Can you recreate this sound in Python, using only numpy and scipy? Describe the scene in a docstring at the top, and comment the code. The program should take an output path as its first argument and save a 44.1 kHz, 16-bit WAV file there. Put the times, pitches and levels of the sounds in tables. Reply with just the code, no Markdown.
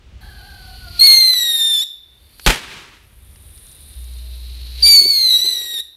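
"""Whistling firecrackers in a hole

Small firecrackers go off in a hole in the ground, among trees, while air rumbles at the microphone. Fuses hiss
and spit: these are coloured noise, short bursts and random pops. Each tube shrieks as a stack of locked tones
over a noisy gas jet; its pitch sinks as the fuel burns down and the air column grows. The first tube whistles
alone; then another fuse burns down into a bang of decaying noise that the ground and trees answer. Two more
then whistle together and beat against each other."""
import sys
import numpy as np
from scipy import signal
from scipy.fft import rfft, irfft, next_fast_len
from scipy.io import wavfile
from scipy.ndimage import uniform_filter1d, minimum_filter1d, map_coordinates

SR = 44100
rng = np.random.default_rng(int(sys.argv[2]) if len(sys.argv) > 2 else 0)


def unload_wav(signal):
    """Save mono or channel-first audio to the path in sys.argv[1] as 16-bit WAV at rate SR, clipped to [-1, 1]."""
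    wavfile.write(
        sys.argv[1],
        SR,
        np.round(np.clip(np.atleast_2d(signal).T, -1, 1) * 32767).astype(np.int16),
    )


N = 262836
TIME = np.arange(N) / SR  # seconds


def amp(db):
    """Turn decibels into gain."""
    return 10 ** (np.asarray(db) / 20)


def unit(x):
    """Scale a sound to an rms of 1."""
    return x / np.sqrt(np.mean(x ** 2) + 1e-20)


def along(points, hz):
    """Read a value at hz from (Hz, value) points, on a logarithmic frequency axis."""
    point_hz, value = np.transpose(points)
    return np.interp(np.log(hz + 1), np.log(point_hz + 1), value)


def curves(rows):
    """Turn each column after the time into one value per sample."""
    seconds, *columns = np.transpose(rows)
    return [np.interp(TIME, seconds, column) for column in columns]


def wobble(rate):
    """Make a smooth random curve with rate knots a second."""
    knots = rng.standard_normal(int(N * rate / SR) + 4)
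    return map_coordinates(knots, [TIME * rate])


def gate(start, end, attack, release):
    """Rise softly from start, hold, and die away exponentially after end."""
    rise = 1 - np.exp(-(np.maximum(TIME - start, 0) / attack) ** 2)
    return rise * np.exp(-np.maximum(TIME - end, 0) / release)


def bump(s, half):
    """Make a bell-shaped swell of height 1 around s."""
    return np.exp(-((TIME - s) / half) ** 2)


def filtered(x, response):
    """Multiply the spectrum of x by a response that depends on frequency."""
    size = next_fast_len(N + SR // 2)
    spectrum = rfft(x, size) * response(np.fft.rfftfreq(size, 1 / SR))
    return irfft(spectrum, size)[:N]


def coloured(x, spectrum):
    """Colour a sound with a table of Hz and dB."""
    return filtered(x, lambda hz: amp(along(spectrum, hz)))


def noise(spectrum):
    """Make noise of rms 1 with the given colour."""
    return unit(coloured(rng.standard_normal(N), spectrum))


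def moving_band(hz, width_hz):
    """Make narrow noise with a moving centre and width."""
    phase = 2 * np.pi * np.cumsum(hz) / SR
    clock = np.cumsum(np.abs(width_hz)) / SR  # a wider band drifts faster

    def drift():
        return map_coordinates(rng.standard_normal(N // 10), [clock], mode="wrap")

    return drift() * np.sin(phase) + drift() * np.cos(phase)


def burst(s, hz, width, t60):
    """Pass a short puff of noise through one resonance."""
    def resonance(f):
        return 1j * f * width / (hz * hz - f * f + 1j * f * width)

    ringing = unit(filtered(rng.standard_normal(N), resonance))
    age = TIME - s
    return ringing * (age > 0) * amp(-60 * np.abs(age) / t60)


# Air moving at the microphone. Each row: time in seconds, rumble level in dB.
AIR_LEVELS = [(0, -45), (0.2, -37.5), (0.95, -37.5), (1.2, -58.5), (1.6, -69), (1.85, -64.5), (2.3, -49),
              (3.0, -55), (3.4, -45), (4.7, -43), (5.1, -57), (5.96, -64.5)]
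# Colour of the rumble. Each row: frequency in Hz, level in dB.
RUMBLE_COLOUR = [(12, -43), (20, -17), (40, -5.5), (64, 1), (108, -11), (163, -20.5), (242, -23.5),
                 (300, -40), (390, -55.5), (660, -120)]
# Colour of the outdoor hush. Each row: frequency in Hz, level in dB.
HUSH_COLOUR = [(60, -25), (130, -12.5), (350, -2.5), (700, -10), (1300, -11), (3000, -10), (6000, -20.5),
               (14000, -36.5)]
# Low hum and faint far tone. Each row: start in seconds, start of the fade in seconds, pitch in Hz,
# level in dB, attack in seconds, time to fade by 60 dB in seconds.
STEADY_TONES = [(3.94, 4.86, 60.6, -31, 0.022, 0.3), (4.7, 4.9, 60.6, -44.5, .1, 2.6),
                (4.2, 4.17, 640, -51, 0.024, 0.45)]
HUSH_DB, HUSH_FOLLOWS = -37, 0.45  # hush level before it follows the rumble, and share of the rumble dB added


def outdoors():
    """Air rumbles at the microphone over a hush; a low hum and a faint far tone come and go."""
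    rumble_db, = curves(AIR_LEVELS)
    rumble = amp(rumble_db + 1.7 * wobble(3.3)) * noise(RUMBLE_COLOUR)
    hush = amp(HUSH_DB + HUSH_FOLLOWS * rumble_db) * noise(HUSH_COLOUR)
    tones = np.zeros(N)
    for start, end, hz, db, attack, t60 in STEADY_TONES:
        swell = gate(start, end, attack, t60 / np.log(1000))
        tones += amp(db) * swell * np.sin(2 * np.pi * hz * TIME)
    return rumble + hush + np.sqrt(2) * tones


# How long the trees ring. Each row: frequency in Hz, time to fade by 60 dB in seconds.
TREE_FADES = [(200, 0.42), (2000, 0.63), (3800, 0.87), (8000, 0.34), (14000, 0.83)]


def trees(x):
    """Trunks and leaves scatter the sound into a tail that fades at its own pace at each frequency."""
    hz, t, cells = signal.stft(rng.standard_normal(SR), SR, nperseg=256)
    fade = amp(-60 * t / along(TREE_FADES, hz)[:, None])
    tail = signal.istft(cells * fade, SR, nperseg=256)[1]
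    return signal.fftconvolve(x, tail / np.linalg.norm(tail))[:N]


def hollow(x, t60):
    """The hole and the ground around it send back quick reflections."""
    t = TIME[:SR // 5]
    tail = rng.standard_normal(len(t)) * amp(-60 * t / t60)
    return signal.fftconvolve(x, tail / np.linalg.norm(tail))[:N]


# Snapping sparks. Each row: time in seconds, level in dB, resonance in Hz.
SPARK_SNAPS = [(1.3375, -19, 4200), (2.3965, -29, 2800), (3.312, -50, 6500), (3.359, -42, 3194),
               (3.578, -41, 5000), (3.685, -46.5, 6180), (3.77, -50, 3000), (3.938, -42, 3500)]
# Gas puffs in the hole. Each row: time in seconds, level in dB, time to fade by 60 dB in seconds.
GAS_PUFFS = [(5.014, -36.5, 0.27), (5.052, -24.5, .09), (5.444, -37.5, 0.18)]


def sparks():
    """Sparks snap; puffs of gas sound the hollow of the hole."""
    snaps = sum(amp(db) * burst(s, hz, width=4500, t60=.02) for s, db, hz in SPARK_SNAPS)
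    puffs = sum(amp(db) * burst(s, hz=365, width=150, t60=t60) for s, db, t60 in GAS_PUFFS)
    soft_snaps = filtered(snaps, lambda hz: 1 / (1 + (hz / 8000) ** 4))
    soft_puffs = filtered(puffs, lambda hz: 1 / (1 + (hz / 750) ** 4))
    return soft_snaps + soft_puffs


# Colour of popping powder grains. Each row: frequency in Hz, level in dB.
CRACKLE_COLOUR = [(500, -24), (2500, -7), (6500, -2), (10000, 1), (15000, -26.5)]


def crackle(burn, count=40):
    """Grains of powder pop at random, each as loud as the burning at that moment allows."""
    when, weakness = rng.random((count, 2)).T
    pops = np.zeros(N)
    pops[(when * (N - 1)).astype(int)] = amp(33.5 - 13 * weakness)
    return coloured(hollow(pops * burn, t60=.015), CRACKLE_COLOUR)


# Burning fuses, with end levels before the last flare. Each row: start in seconds, end in seconds,
# fade-in in seconds, hiss level at the end in dB, its swell in dB per second, sizzle level at the end in dB,
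# its swell in dB per second (negative sinks), mouth resonance at the end in Hz.
FUSE_BURNS = [(0.204, 1.005, 0.007, -41, 14, -51, 8.5, 4490), (1.85, 2.454, .1, -51, 52, -51, 44, 4400),
              (2.65, 4.83, .8, -39.5, 12, -51.5, -1.5, 4155)]
CATCH_DB, CATCH_S, FUSE_OUT_S = 12.5, 0.038, .012  # a fuse flares as it reaches the charge, then goes out
MOUTH_RISE_HZ_PER_S = 320
EDGE_DB = -14  # shrill edge relative to the sizzle, outside the spurt
SPURT_S, SPURT_HALF_S, SPURT_DB = 3.72, 0.6, 18.5  # the last fuse blows a narrow jet for a while


def fuse_controls():
    """Hiss, sizzle, edge and mouth resonance change as a fuse burns into its tube and flares at the charge."""
    hiss, sizzle, mouth_hz = np.zeros((3, N))
    for start, end, fade_in, hiss_db, hiss_swell, sizzle_db, sizzle_swell, hz in FUSE_BURNS:
        left = np.clip(end - TIME, 0, end - start)  # seconds left to burn
        flare = amp(CATCH_DB * np.exp(-left / CATCH_S))
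        alight = gate(start, end, fade_in, FUSE_OUT_S) * flare
        hiss += alight * amp(hiss_db - hiss_swell * left)
        sizzle += alight * amp(sizzle_db - sizzle_swell * left)
        mouth_hz = np.where(TIME > start, hz - MOUTH_RISE_HZ_PER_S * left, mouth_hz)
    edge = sizzle * amp(EDGE_DB + SPURT_DB * bump(SPURT_S, SPURT_HALF_S))
    return hiss, sizzle, edge, mouth_hz


# Colour of the breath across the tube mouth. Each row: frequency in Hz, level in dB.
MOUTH_COLOUR = [(400, -8), (1200, -20), (2500, -3.5), (3500, 0.5), (4700, 1), (5400, -7.5), (7500, -18.5),
                (10000, -37.5)]
# Colour of the sizzling powder. Each row: frequency in Hz, level in dB.
SIZZLE_COLOUR = [(4000, -28.5), (6500, -21.5), (7500, -17), (9500, -4), (10700, -5), (12300, -1),
                 (13300, -10.5), (15500, -25.5)]
# Colour of a fuse's narrow jet. Each row: frequency in Hz, level in dB.
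EDGE_COLOUR = [(7500, -30.5), (8700, -13), (9650, 1.5), (10500, -13.5), (11500, -29)]


def fuses():
    """Burning powder sizzles, pops and blows across the tube mouth."""
    hiss, sizzle, edge, mouth_hz = fuse_controls()
    ring = amp(-1.5) * moving_band(mouth_hz, np.full(N, 750))  # 750 Hz wide
    breath = amp(-4.5) * noise(MOUTH_COLOUR)
    mouth = hiss * amp(1.1 * wobble(120)) * (ring + breath)
    powder = sizzle * noise(SIZZLE_COLOUR) + edge * noise(EDGE_COLOUR)
    return mouth + amp(1.2 * wobble(210)) * powder + crackle(edge)


ATTACK_S, RELEASE_S = .008, 0.0055  # moans and notes start and stop quickly
# Modes of the moaning tube. Each row: multiple of the moan's pitch, level in dB relative to the moan.
MOAN_MULTIPLES = [(1, -4), (1.5, -15.5), (2, 2.5), (4, -9)]
MOAN_START_S, MOAN_END_S, MOAN_DB = .205, 1.005, -49.5
MOAN_HZ, MOAN_SAG_HZ_PER_S = 820, 148  # starting pitch and how fast it sinks
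MOAN_WIDTH_HZ, MOAN_NARROWS_S = 260, 0.46  # starting width and time constant of its narrowing


def moan():
    """Before the tube locks into its note, turbulence sounds its modes as noise bands that sink and narrow."""
    age = np.clip(TIME - MOAN_START_S, 0, MOAN_END_S - MOAN_START_S)
    hz = (MOAN_HZ - MOAN_SAG_HZ_PER_S * age) * (1 + 0.012 * wobble(30))
    width_hz = MOAN_WIDTH_HZ * np.exp(-age / MOAN_NARROWS_S)
    modes = sum(amp(db + 1.4 * wobble(14)) * moving_band(k * hz, width_hz) for k, db in MOAN_MULTIPLES)
    return gate(MOAN_START_S, MOAN_END_S, ATTACK_S, RELEASE_S) * amp(MOAN_DB) * modes


# Colour of the returning bang. Each row: frequency in Hz, level in dB.
ECHO_COLOUR = [(50, -16.5), (130, -9), (380, -1), (620, -10), (1000, -2), (2500, 0.5), (3800, -2.5),
               (6000, -12), (12000, -21), (14500, -33)]
# Colour of the air in the hole and the ground. Each row: frequency in Hz, level in dB.
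BOOM_COLOUR = [(30, -8), (70, -2.5), (140, 0.5), (250, -7.5), (400, -4.5), (700, -36)]
NEAR_DB, NEAR_T60_S = -16, .33  # from the ground nearby
FAR_DB, FAR_RISE_S, FAR_HOLD_S, FAR_T60_S = -34, .11, 0.27, .85  # from the trees
THUD_DB, THUD_LUMPS_DB = -17, 3  # the bass returns in lumps: its level and unevenness


def echo(age):
    """The ground answers the bang at once; the trees hold it for a moment and let it die."""
    near = amp(NEAR_DB - 60 * age / NEAR_T60_S)
    far_fade = amp(FAR_DB - 60 * np.maximum(age - FAR_HOLD_S, 0) / FAR_T60_S)
    far = far_fade * (1 - np.exp(-age / FAR_RISE_S))
    thuds = amp(THUD_DB + THUD_LUMPS_DB * wobble(30)) * noise(BOOM_COLOUR)
    return np.hypot(near, far) * (amp(0.82 * wobble(70)) * noise(ECHO_COLOUR) + thuds)


# Colour of the blast. Each row: frequency in Hz, level in dB.
BLAST_COLOUR = [(59, -35), (100, -1.5), (184, -5), (614, -6.5), (712, -9.5), (843, -1), (1110, -7),
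                (1460, -4.5), (2420, -2), (6390, -14), (11800, -17.5), (15500, -32.5)]
BANG_S = 2.4632


def bang():
    """The shock rattles and booms in the hole, a pressure wave swings the microphone, and the trees answer."""
    age = np.maximum(TIME - BANG_S, 0)
    lit = TIME > BANG_S
    # each part loses 60 dB in the time that divides its age
    shock = noise(BLAST_COLOUR) * amp(-5 - 60 * age / .014)
    rattle = noise(BLAST_COLOUR) * amp(-5.5 - 60 * age / 0.26 + 2.3 * wobble(260))
    boom = noise(BOOM_COLOUR) * amp(-12 - 60 * age / 0.16)
    # the swing follows 8 ms later, starting at 45 Hz and slowing down
    swing_age = np.maximum(age - .008, 0)
    swell = (1 - np.exp(-swing_age / 0.0048)) * amp(3.0 - 60 * swing_age / .11)
    swing = -swell * np.cos(2 * np.pi * 45 * swing_age / (1 + swing_age / 0.44))
    # so strong a blast drives the diaphragm to the end of its travel
    blast = np.tanh(shock + rattle + boom + swing)
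    return lit * (blast + echo(age))


# Colour of the jet's roar. Each row: frequency in Hz, level in dB.
ROAR_COLOUR = [(100, -5.5), (250, -1), (420, 10.5), (620, -4), (900, 1.5), (1300, -7.5), (2000, 0.5),
               (3000, -23), (6000, -47)]
# Colour of the jet's rush. Each row: frequency in Hz, level in dB.
RUSH_COLOUR = [(1200, -29), (2200, -7), (3200, -2), (3900, 7), (4600, 2), (5200, -13.5), (5700, -21),
               (7300, -14.5), (9200, -8), (10300, -9), (12300, 4), (13300, -15), (15000, -33)]
ROAR_GROWS, RUSH_DB = 1.2, -7  # roar and rasp swell 1.2 times as many dB as the rush; rush relative to thrust
RASP_HZ, RASP_WIDTH_HZ = 1045, 800  # the middle register of a gas jet


def exhaust(thrust_db, swell_db, roar_db, rasp_db):
    """The gas jet of a whistling tube sputters under its note; its roar and rasp grow fastest in a flare."""
    sputter = amp(thrust_db + 2.5 * wobble(220) + 0.9 * wobble(35))
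    roar = amp(roar_db) * noise(ROAR_COLOUR)
    rasp = amp(rasp_db) * moving_band(np.full(N, RASP_HZ), np.full(N, RASP_WIDTH_HZ))
    rush = amp(RUSH_DB + swell_db) * noise(RUSH_COLOUR)
    return sputter * (amp(ROAR_GROWS * swell_db) * (roar + rasp) + rush)


# Uneven burning makes a tube choke, splutter or jump in pitch. Each row: time in seconds,
# half length in seconds, pitch jump in Hz, change of the note in dB, change of the gas noise in dB.
BURN_SURGES = [(1.006, .003, -80, -16, 6), (1.066, .006, 150, -5, 1), (1.105, .04, 0, 0, 3),
               (1.832, .013, 260, -3, 5), (4.827, .006, 150, 0, 3), (4.877, .014, 130, -4, 6),
               (5.36, .05, 0, 0, 2), (5.458, .022, 70, 2, 4), (5.79, .008, -30, -2, 6),
               (5.804, .007, 280, 0, 2)]


def surges():
    """Uneven burning adds up to a pitch jump (Hz), a note change (dB) and a gas noise change (dB)."""
    return sum(np.outer(change, bump(s, half)) for s, half, *change in BURN_SURGES)


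# Upper partials of a whistle. Each row: multiple of the fundamental, level in dB relative to the thrust and flare.
UPPER_PARTIALS = [(3, -8.5), (4, -5), (5, -7.5), (6, -3.5), (7, -7), (8, -16.5)]
SLIP = .5  # phase slip of the upper partials against the shrill one, radians


def whistle(hz, shrill_db, base_db, upper_db, build, jitter):
    """Fuel burns in pulses locked to the tube's air column; uneven burning shakes pitch and level."""
    shake = jitter * wobble(600) + .002 * wobble(110)
    # hz is the shrill second partial, so the fundamental turns at half its speed
    phase = np.pi * np.cumsum(hz * (1 + shake)) / SR
    shrill = amp(shrill_db + 0.61 * wobble(110)) * np.sin(2 * phase)
    # the weaker partials drift in strength and slip against the shrill one
    base = build ** 2 * amp(base_db + 0.75 * wobble(90)) * np.sin(phase + 0.18 * wobble(200))
    upper = np.zeros(N)
    for k, db in UPPER_PARTIALS:
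        joining = build if round(k) % 2 else 1  # odd partials join once the pulses alternate
        level = amp(upper_db + db + 2.4 * wobble(140) + 2.6 * wobble(12))
        upper += joining * level * np.sin(k * phase + SLIP * wobble(300))
    return np.sqrt(2) * (shrill + base + upper)


# Notes of the three tubes, before the treble colouring and surges. Each row: time in seconds,
# pitch of the shrill second partial in Hz, its level in dB.
FIRST_NOTE = [(1.001, 4222, -7), (1.05, 4365, -1), (1.083, 4276, -5), (1.178, 4223, -8.5),
              (1.311, 4069, -14), (1.411, 3861, -20.5), (1.48, 3786, -17), (1.59, 3660, -20),
              (1.615, 3636, -13), (1.691, 3624, -13), (1.79, 3495, -18.5)]
SECOND_NOTE = [(4.84, 4602, -6.5), (4.921, 4624, -3), (4.99, 4457, -6), (5.03, 4426, -17),
               (5.08, 4550, -14.5), (5.17, 4269, -15.5), (5.24, 4157, -13.5), (5.3, 3950, -14),
               (5.353, 3840, -14), (5.375, 3881, -24.5), (5.469, 4057, -23.5)]
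THIRD_NOTE = [(5.09, 4612, -21.5), (5.2, 4337, -33), (5.335, 4085, -18), (5.38, 3890, -19),
              (5.5, 3993, -19.5), (5.562, 3882, -23.5), (5.64, 3835, -32), (5.759, 3780, -24),
              (5.792, 3603, -22)]
# How air and microphone colour the shriek. Each row: frequency in Hz, level in dB.
TREBLE_COLOUR = [(4900, 1), (5500, 1), (6900, -1), (8600, -3.5), (9400, 1), (10500, -3), (12600, -1),
                 (13800, -8.5), (15500, -17.5)]
# How each tube burns. Each row: start in seconds, end in seconds, starting thrust in dB, flare at ignition in dB,
# fundamental over thrust and flare in dB, its loss by the end in dB (negative gains),
# roar over thrust in dB, rasp over thrust in dB, pitch jitter as a share before spluttering.
TUBE_BURNS = [(0.989, 1.835, -24, 8.5, -6.5, 17, -27, -28.5, 0.0057),
              (4.821, 5.536, -28.5, 13, -10, 22, -27.5, -46.5, .008),
              (5.066, 5.805, -29, -2, -14.5, -4.5, -21, -34, .009)]
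BUILD_S = 0.026  # the jet and the odd partials build up later than the note
FLARE_AT_S, FLARE_S = .095, 0.097  # the fuel flares soon after ignition: delay and half length
THRUST_FADE_DB_PER_S, BURNOUT_DB = 5, 2  # steady loss of thrust, and extra loss as the fuel runs out
SPLUTTER = .8  # share of the gas noise change (dB) that roughens the pitch


def whistles():
    """Three tubes shriek over gas jets; one thrust drives each tube's overtones and jet."""
    jump_hz, choke_db, gas_db = surges()
    notes, jets = np.zeros((2, N))
    for note, tube in zip((FIRST_NOTE, SECOND_NOTE, THIRD_NOTE), TUBE_BURNS):
        start, end, db, flare, base_db, base_loss_db, roar_db, rasp_db, jitter = tube
        hz, shrill_db = curves(note)
        age = np.clip(TIME - start, 0, end - start)
        spent = (age / (end - start)) ** 3  # stays small until late in the burn
        thrust_db = db - THRUST_FADE_DB_PER_S * age - BURNOUT_DB * spent
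        flare_db = flare * bump(start + FLARE_AT_S, FLARE_S)
        upper_db = thrust_db + flare_db
        fundamental_db = upper_db + base_db - base_loss_db * spent
        burning = gate(start, end, ATTACK_S, RELEASE_S)
        build = 1 - np.exp(-(age / BUILD_S) ** 2)
        rough = jitter * amp(SPLUTTER * gas_db)
        tone = whistle(hz + jump_hz, shrill_db + choke_db, fundamental_db, upper_db, build, rough)
        notes += burning * tone
        jets += burning * build * exhaust(thrust_db, flare_db + gas_db, roar_db, rasp_db)
    return coloured(notes, TREBLE_COLOUR), jets


def scene():
    """Mix everything as heard from just above the hole."""
    shriek, jet = whistles()
    space = amp(-12.5) * hollow(shriek, t60=0.3) + amp(-14.5) * trees(shriek + jet)
    mix = outdoors() + sparks() + fuses() + moan() + bang() + space + jet + shriek
    return mix[None]


TOP_HZ = 15750  # band limit


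def record(dry):
    """A fast limiter turns down the loudest moments; nothing passes above the band limit."""
    needed = np.minimum(1, .95 / (np.abs(dry[0]) + 1e-9))
    hold = minimum_filter1d(needed, size=89)  # 89 samples, about 2 ms
    gain = uniform_filter1d(hold, size=89)
    return filtered(dry[0] * gain, lambda hz: hz < TOP_HZ)[None]


dry = scene()
out = record(dry)
unload_wav(out)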